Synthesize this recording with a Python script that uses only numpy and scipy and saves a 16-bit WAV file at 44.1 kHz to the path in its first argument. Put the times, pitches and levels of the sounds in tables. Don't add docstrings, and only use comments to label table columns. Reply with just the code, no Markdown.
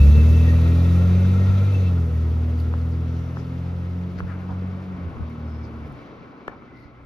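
import sys
import numpy as np
from scipy import signal
from scipy.fft import rfft, irfft, next_fast_len
from scipy.io import wavfile
from scipy.ndimage import uniform_filter1d

SR = 44100
rng = np.random.default_rng(int(sys.argv[2]) if len(sys.argv) > 2 else 0)


def dump(signal):
    limited = np.clip(np.atleast_2d(signal).T, -1, 1)
    pcm = np.round(limited * 32767).astype(np.int16)
    wavfile.write(sys.argv[1], SR, pcm)


def undo_db(level):
    steps = np.asarray(level, float) / 20
    return 10 ** steps


N = 310905

LIFT_S = 1.97
WALLS_S, WALLS_LENGTH_S = 4.2, 0.2
FADE_S, FADE_LENGTH_S = 6.07, 1.58

# (time [s], half length [s], level [dB])
SPOOL_UP = [(0.0042, .2, -10.5)]


def in_time(rows):
    s, *columns = np.transpose(rows)
    return np.array([np.interp(np.arange(N) / SR, s, c) for c in columns])


def at_hz(points, hz):
    table = np.array(points)
    return np.interp(np.log(hz + 1), np.log(table[:, 0]), table[:, 1])


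def bumps(rows):
    t = np.arange(0, N + 64, 64) / SR
    total_db = sum(db * np.exp(-((t - s) / half_s) ** 2) for s, half_s, db in rows)
    return np.interp(np.arange(N) / SR, t, total_db)


def ramp(s, length_s):
    return np.clip((np.arange(N) / SR - s) / length_s, 0, 1)


def swell(length_s):
    u = np.linspace(0, 1, max(int(length_s * SR), 8))
    return np.sin(np.pi * u ** 0.81)


def rms_one(x):
    return x / np.sqrt(np.mean(x ** 2) + 1e-20)


def drift(rate):
    r = np.exp(-80 * np.pi * rate / SR)
    white = rng.standard_normal(N // 40 + 2002)
    slow = signal.lfilter([1], [1, -2 * r, r * r], white)[2000:]
    return np.interp(np.arange(N) / 40, np.arange(len(slow)), rms_one(slow))


def resonance(x, hz, width_hz):
    r = np.exp(-np.pi * width_hz / SR)
    zeros = np.array([1, 0, -1]) * (1 - r * r) / 2
    return signal.lfilter(zeros, [1, -2 * r * np.cos(2 * np.pi * hz / SR), r * r], x)


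def add(out, s, piece):
    i = int(s * SR)
    out[..., i:i + piece.shape[-1]] += piece[..., :N - i]


def distance_loss():
    start_m, speed_m_s, gain_m_s2 = 3.92, 1.72, 2.22
    t = np.arange(N) / SR
    travelled_m = speed_m_s * t + gain_m_s2 * t * t / 2
    return -20 * np.log10(1 + travelled_m / start_m)


def exhaust(loss_db, shake_db, shake_rad):
    # (time [s], half the firing rate [Hz], firing tone [dB])
    gears = [(0, 34.47, -8), (.14, 37.35, -10.5), (.32, 40.01, -12.5), (.66, 41.57, -15),
             (1.14, 45.2, -15.5), (1.7, 49.05, -17), (1.79, 47.19, -17.5), (2.04, 41.09, -19.5),
             (2.16, 39.85, -20), (2.74, 40.65, -22), (3.3, 42.09, -26), (4.3, 45.41, -29),
             (4.9, 46.66, -28), (5.0, 44.73, -31.5), (5.17, 39.46, -24), (5.86, 38.02, -38),
             (5.98, 30.24, -62), (7.05, 30.63, -63.5)]
    overtone_orders = [3, 4, 6]
    # (frequency [Hz], level up close [dB]) for each overtone
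    pipe_response = [
        [(90, -59.5), (103, -34), (122, -24), (130, -24.5), (137, -29), (147, -30)],
        [(119, -39), (137, -22.5), (158, -28), (174, -22.5), (186, -20.5), (200, -27)],
        [(179, -62.5), (206, -27.5), (225, -27.5), (246, -28), (258, -30.5), (272, -39.5), (295, -57.5)],
    ]
    # (time [s], half length [s], level [dB])
    echo_fades = [
        [(2.09, .03, -4.5), (3.42, 0.17, -8), (4.15, 0.11, -5.5), (4.44, 0.08, -5), (4.87, 0.12, -9.5),
         (5.15, 0.057, -19), (5.34, 0.072, -15), (5.7, 0.044, -7), (4.97, 0.026, -4), (7.05, 0.09, 16)],
        [(3.3, 0.59, 1), (4.2, 0.051, -7), (5.08, 0.089, -9), (5.94, 0.069, -17), (6.5, 0.34, -2)],
        [(1.1, 0.24, 2.5), (1.74, 0.1, -7.5), (2.55, 0.22, -10.5), (3.3, .2, -3), (4.98, 0.014, -4),
         (7.0, 0.087, 0.5), (5.15, 0.034, -13), (5.75, 0.14, -12), (6.5, 0.23, -12)],
        [(3.8, 0.072, -14), (2.16, 0.12, -4), (5.12, 0.04, -6), (5.35, 0.015, 4), (5.45, 0.017, 6.5),
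         (5.95, 0.043, -10)],
    ]
    # (multiple of the cycle [1], level re whole drone [dB])
    uneven = [(4.03, -24.5), (5, -38.5), (7, -38), (8.13, -24), (10, -39), (14, -33.5), (14.99, -26),
              (15.94, -29.5), (21.22, -35), (23.98, -31.5), (32.96, -40.5), (30.14, -32.5), (35.92, -31.5),
              (42.2, -35.5)]
    # (frequency [Hz], width [Hz], level re whole drone [dB])
    pipe_modes = [(472, 73, -33), (570, 57, -35.5), (313, 68, -35)]

    half_hz, firing_db = in_time(gears)
    far = loss_db / loss_db[-1]
    level_curves = [firing_db]
    for order, pipe in zip(overtone_orders, pipe_response):
        flicker_db = 1.8 * far * drift(5.9)
        level_curves.append(at_hz(pipe, order * half_hz) + 0.68 * loss_db + flicker_db)
    strong_db = [db + bumps(fades) for db, fades in zip(level_curves, echo_fades)]
    power = np.sum(undo_db(np.array(strong_db)) ** 2, axis=0)
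    whole_db = 10 * np.log10(uniform_filter1d(power, size=SR // 3))
    choked_db = bumps(SPOOL_UP)

    cycle = 2 * np.pi * np.cumsum(half_hz) / SR / 3
    tones = list(zip([6, 9, 12, 18], strong_db))
    tones += [(k, whole_db + db) for k, db in uneven]
    out = np.zeros((2, N))
    for k, level_db in tones:
        wobble = k / 6 if k % 3 == 0 else 0.3 * k
        spread = 0.045 * k * k
        phase = k * cycle - spread + shake_rad * wobble * drift(15)
        muffled_db = -0.06 * np.maximum(k * half_hz / 3 - 500, 0)
        patchy_db = 0
        if k > 20:
            patchy_db = 2.5 * drift(1.7) + choked_db * (k > 24)
        tone_db = level_db + muffled_db + patchy_db + shake_db * wobble * drift(11.0)
        tone = np.sqrt(2) * undo_db(tone_db)
        lean = 0.019 * k / 6 * drift(0.16) + 0.016 * drift(5.4)
        out += tone * np.sin(phase + lean * np.array([[1], [-1]])) * undo_db([[0.2], [-0.2]])

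    puffs = rng.standard_normal(N) * (1 + 0.88 * np.cos(6 * cycle))
    for hz, width_hz, db in pipe_modes:
        rasp = resonance(resonance(puffs, hz, width_hz), hz, width_hz)
        out += undo_db(whole_db + db) * rms_one(rasp)
    return out


def roar_zones(loss_db):
    # (level up close [dB], share of distance loss [1], gain under load [dB], gain from the
    # walls [dB], change in the final fade [dB])
    zone_levels = [
        (-39, 0.33, 3, 2, -13.5),
        (-43.5, 0.2, 3, 1.5, -10),
        (-52, 0.41, 3.5, -0.5, -12.5),
        (-57, 0.97, 2, -0.5, -10),
    ]
    fade_haste = [1.0, 0.83, 0.87, 0.18]

    load = 1 - ramp(LIFT_S - 0.2, 0.19)
    walls = ramp(WALLS_S, WALLS_LENGTH_S)
    gone = ramp(FADE_S, FADE_LENGTH_S)
    zones_db = []
    for (db, share, load_db, wall_db, gone_db), haste in zip(zone_levels, fade_haste):
        car_db = db + share * loss_db + load_db * load
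        zones_db.append(car_db + wall_db * walls + gone_db * gone ** haste)
    zones_db = np.array(zones_db)
    zones_db[0] += bumps(SPOOL_UP)
    return zones_db


def roar(zones_db, patchy_db):
    # (frequency [Hz], spectral level [dB per Hz])
    colour = [(60, -100), (130, -72), (240, -67), (400, -70), (700, -76), (1300, -80), (1700, -84.5),
              (2800, -90.5), (4200, -96.5), (6500, -101), (8500, -104), (12000, -107), (15500, -109)]
    zone_hz = [450, 1400, 4000, 8000]

    size = next_fast_len(N)
    hz = np.arange(size // 2 + 1) * SR / size
    coloured = rfft(rng.standard_normal((3, size))) * undo_db(at_hz(colour, hz)) * np.sqrt(SR / 2)
    change_db = zones_db - zones_db.mean(axis=1, keepdims=True)
    change_db[3] -= 4.6
    out = np.zeros((3, N))
    together = drift(15.0)
    for step in np.arange(-5, 4.1):
        centre_hz = 1000 * 2 ** step
        octaves_off = np.clip(np.log2((hz + 1) / centre_hz), -1, 1)
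        window = np.cos(np.pi / 2 * octaves_off) ** 2
        place = np.interp(np.log(centre_hz), np.log(zone_hz), np.arange(4))
        weights = np.maximum(1 - abs(place - np.arange(4)), 0)
        flutter_db = patchy_db * (0.14 * together + drift(19))
        band = irfft(coloured * window, size)[:, :N]
        out += band * undo_db(weights @ change_db + flutter_db)
    return out


def buzz(middle_db, flutter_db):
    # (frequency [Hz], wander [Hz])
    panel_modes = [(1325, 55), (1890, 22), (2642, 18)]
    # (level at the start [dB], fall [dB/s])
    steady = [(-50.5, 0.5), (-54, 3), (-49, 6.0)]
    # (time [s], half length [s], level [dB])
    shaken_loose = [
        [(.12, 0.083, 2), (.66, 0.019, 9.5), (.97, 0.24, 5), (1.35, 0.012, 8), (1.52, 0.19, 8.5),
         (2.0, 0.037, 6.5)],
        [(.5, 0.058, 15), (.67, .04, 9.5), (.9, .12, 5.5), (1.42, .07, 10), (1.95, 0.057, 5)],
        [(0, 0.047, 12), (.2, 0.059, 8), (.4, 0.11, 7.5), (.66, 0.024, 4.5), (1.2, .1, 3), (1.75, 0.034, 17),
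         (1.87, .04, 13)],
    ]
    # (frequency [Hz], width [Hz], level re middle roar [dB])
    faint_modes = [(2120, 63, -15.5), (2400, 51, -14.5), (3670, 740, -13.5), (6230, 170, -24)]
    # (frequency [Hz], width [Hz], level re middle roar [dB])
    wall_bands = [(1087, 100, -11), (1476, 67, -15.5), (2070, 41, -30), (2300, 42, -20), (2630, 67, -27)]

    out = np.zeros((3, N))
    s = np.arange(N) / SR
    near = np.clip((LIFT_S - s) / 0.072, 0.12, 1)
    late_db = (middle_db - middle_db[int(2.4 * SR)] - 2.6 * (s - 2.4)) * (s > 2.4)
    for (hz, wander_hz), (db, fall_db), bursts in zip(panel_modes, steady, shaken_loose):
        shaken_db = db - fall_db * np.minimum(s, 2.4) + bumps(bursts)
        level_db = shaken_db - 1 - 4 * (1 - near) + late_db
        phase = 2 * np.pi * np.cumsum(hz + wander_hz * drift(44.4)) / SR
        echoes = np.array([0 * s, 3.5 * drift(12.0), 2.6 * drift(18)])
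        out += np.sqrt(2) * undo_db(level_db + flutter_db * drift(32)) * np.sin(phase + echoes)

    white = rng.standard_normal((3, N))
    for hz, width_hz, db in faint_modes:
        ring = rms_one(resonance(resonance(white, hz, width_hz), hz, 2 * width_hz))
        out += near * undo_db(middle_db + db + 2 * drift(31)) * ring
    walls = ramp(WALLS_S, WALLS_LENGTH_S)
    for hz, width_hz, db in wall_bands:
        ring = rms_one(resonance(resonance(white[::-1], hz, width_hz), hz, 2 * width_hz))
        out += walls * undo_db(middle_db + db + 2.0 * drift(2.5)) * ring
    return out


def ports(direct, diffuse):
    # (frequency [Hz], lead [rad])
    lead = [(300, 0), (600, .3), (1500, 1.6), (2900, 1.0), (4800, .6), (6900, -1.6), (8300, -3.14),
            (9800, -5.0), (12000, -6.28), (15000, -9.0)]
    # (frequency [Hz], likeness 0-1 [1])
    likeness = [(60, .99), (280, .96), (450, .8), (800, .55), (1500, .55), (4000, .7), (8000, .9),
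                (14000, .9)]
    # (frequency [Hz], left-right [dB])
    balance = [(200, 6), (500, -3.5), (1000, 3.5), (2000, 0.5), (4500, 5.5), (8000, 3.5)]

    size = next_fast_len(N + 4096)
    hz = np.arange(size // 2 + 1) * SR / size
    alike = np.clip(at_hz(likeness, hz), 0, 1)
    side = np.array([[0.5], [-0.5]])
    shared = np.sqrt(alike) * rfft(direct, size) * np.exp(1j * side * at_hz(lead, hz))
    both = shared + np.sqrt(1 - alike) * rfft(diffuse, size)
    return irfft(both * undo_db(side * at_hz(balance, hz)), size)[:, :N]


def rumble_level(loss_db):
    # (time [s], half length [s], level [dB])
    swells = [(.76, 0.067, 2.5), (1.65, .1, 1), (2.36, 0.072, 3.5), (3.2, .2, 3.5), (4.22, 0.13, 9.5),
              (5.1, 0.17, 12), (5.85, 0.15, 9), (6.39, 0.071, -8)]
    fade_db = -1 * ramp(FADE_S + 0.54, 0.25)
    return -49.5 + 0.62 * loss_db + fade_db + bumps(swells) - 3


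def rumble(low_db, own_share):
    white = rng.standard_normal((3, N))
    band = signal.butter(2, [55, 150], "band", fs=SR, output="sos")
    low = signal.sosfilt(band, white[0] + own_share * white[1:])
    return undo_db(low_db + 9.5 + 2.0 * drift(3.5)) * rms_one(low)


def wind(low_db, breeze_db):
    # (time [s], length [s], level [dB])
    thumps = [(0.067, 0.038, -22), (0.172, .025, -17), (0.295, 0.038, -23), (1.48, 0.049, -27),
              (4.215, 0.044, -34), (4.5, 0.045, -37), (5.19, 0.05, -32.5), (6.464, 0.06, -50),
              (6.851, .02, -46)]

    gust = undo_db(low_db + breeze_db + 1.6 * drift(17))
    for s, length_s, db in thumps:
        add(gust, s, undo_db(db) * swell(length_s))
    white = rng.standard_normal((3, N))
    band = signal.butter(1, [42, 100], "band", fs=SR, output="sos")
    low = signal.sosfilt(band, 0.5 * white[0] + white[1:])
    smooth = signal.sosfilt(signal.butter(2, 250, fs=SR, output="sos"), low)
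    return gust * rms_one(smooth)


def ticks():
    # (time [s], peak [dB], pitch [Hz], left-right [dB], length [ms])
    snaps = [(1.253, -29.5, 1310, 9, 0.29), (2.738, -23.5, 1120, -4.5, 0.5), (3.37, -23.5, 1109, 2, 0.4),
             (4.204, -20.5, 1250, -1, 0.49), (5.168, -31, 1090, -2.5, 0.49), (6.48, -14, 1160, 4.5, 0.33),
             (6.496, -29, 1194, 6, 0.17), (6.523, -31.5, 1100, -5, 0.18), (6.622, -37, 1200, 1, 0.69)]

    out = np.zeros((2, N))
    t = np.arange(-100, 600) / SR
    for s, db, hz, pan_db, length_ms in snaps:
        pulse = np.exp(-(t / length_ms * 1000) ** 2 / 2)
        body = -np.cos(2 * np.pi * hz * t) * pulse + 0.13 * np.cos(2 * np.pi * 2700 * t) * pulse
        shell = 0.23 * np.cos(2 * np.pi * 1750 * t) * np.exp(-abs(t) / 0.0051)
        knock = 0.47 * np.sin(2 * np.pi * 400 * (t - 0.0006)) * np.exp(-abs(t - 0.001) / 0.00074)
        crack = rng.standard_normal((2, len(t))) * 0.011 * np.exp(-abs(t) / 0.0005)
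        both = np.array([body + shell, np.roll(body, 7) - 0.5 * shell])
        gain = undo_db(db + pan_db * np.array([[0.5], [-0.5]]))
        add(out, s - 0.0012, gain * (both + knock + crack))
    return out


def rustles():
    # (start [s], length [s], centre [Hz], level [dB], left-right [dB])
    cloth = [(2.574, 0.044, 3860, -56.5, 5), (4.18, .026, 1430, -47, 16.5), (4.265, .11, 1285, -45, 6.5),
             (4.392, 0.068, 1220, -54.5, 13), (4.482, 0.062, 776, -41.5, 2), (4.504, .026, 4040, -62.5, 5),
             (5.295, .0092, 11500, -70.5, 6), (2.58, .05, 11200, -63, 5), (4.185, 0.029, 11070, -70, -4.5),
             (5.841, 0.08, 11500, -80.5, 10.5), (5.921, .0086, 11200, -69.5, 5), (6.48, .1, 910, -47, 3),
             (6.74, .14, 11560, -83, 2.5)]
    grit = [(3.343, .102, 5100, -66, 18), (4.177, .031, 4650, -56, 4.4), (5.63, 0.058, 4700, -65, 12),
            (6.478, 0.0047, 2460, -43.5, 2), (6.478, .005, 5600, -59.5, 1.5), (6.73, 0.19, 4290, -69.5, 5)]
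    squeaks = [(2.999, .44, 5720, -76, 21), (5.418, .28, 5200, -83, 38), (6.675, 0.26, 2050, -59, 2)]

    out = np.zeros((2, N))
    for rows, width_over_centre in [(cloth, 0.84), (grit, 0.48), (squeaks, 0.098)]:
        for s, length_s, hz, db, pan_db in rows:
            shape = swell(length_s)
            grains = rng.standard_normal((4, 20000))[:, :len(shape)]
            clumps = undo_db(3.0 * rms_one(uniform_filter1d(grains[3], size=90)))
            burst = clumps * (1.2 * grains[0] + grains[1:3])
            for _ in range(3):
                burst = rms_one(resonance(burst, hz, width_over_centre * hz))
            add(out, s, undo_db(db + pan_db * np.array([[0.5], [-0.5]])) * shape * burst)
    return out


def valley():
    # (frequency [Hz], width [Hz], level [dB])
    hum_bands = [(266, 88, -51.5), (1310, 120, -60.5), (2110, 300, -67), (174.8, 24, -65.5)]

    white = rng.standard_normal((3, N))
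    out = np.zeros((2, N))
    for hz, width_hz, db in hum_bands:
        near_alike = white[0] + min(hz / 1200, 1) * white[1:]
        hum = resonance(resonance(near_alike, hz, width_hz), hz, width_hz)
        out += undo_db(db + 3.0 * drift(33)) * rms_one(hum)
    return out


def scene():
    loss_db = distance_loss()
    zones_db = roar_zones(loss_db)
    low_db = rumble_level(loss_db)
    hiss = roar(zones_db, patchy_db=1.0) + buzz(zones_db[1], flutter_db=-0.5)
    car = exhaust(loss_db, shake_db=0.3, shake_rad=0.03)
    car = car + ports(hiss[0], hiss[1:]) + rumble(low_db, own_share=0.2)
    close = wind(low_db, breeze_db=12.5) + ticks() + rustles()
    return car + close + valley()


def drop_bands(x, gaps):
    size = next_fast_len(N)
    hz = np.arange(size // 2 + 1) * SR / size
    keep = np.prod([(hz < low) | (hz > high) for low, high in gaps], axis=0)
    return irfft(rfft(x, size) * (keep + undo_db(-57)), size)[:N]


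def low_pass(x):
    return signal.sosfilt(signal.butter(12, 14910, fs=SR, output="sos"), x)


def record(dry):
    # (low edge [Hz], high edge [Hz])
    sum_gaps = [(7650, 8950), (14500, 22050)]
    difference_gaps = [(11050, 13050)]

    dry = dry * np.minimum(np.arange(N) / 130, 1)
    low_cut = signal.butter(2, 25, "high", fs=SR, output="sos")
    left, right = signal.sosfilt(low_cut, dry)
    both = drop_bands(left + right, sum_gaps)
    apart = drop_bands(left - right, difference_gaps)
    mix = np.array([both + apart, both - apart]) / 2
    return low_pass(mix)


dry = scene()
out = record(dry)
dump(out)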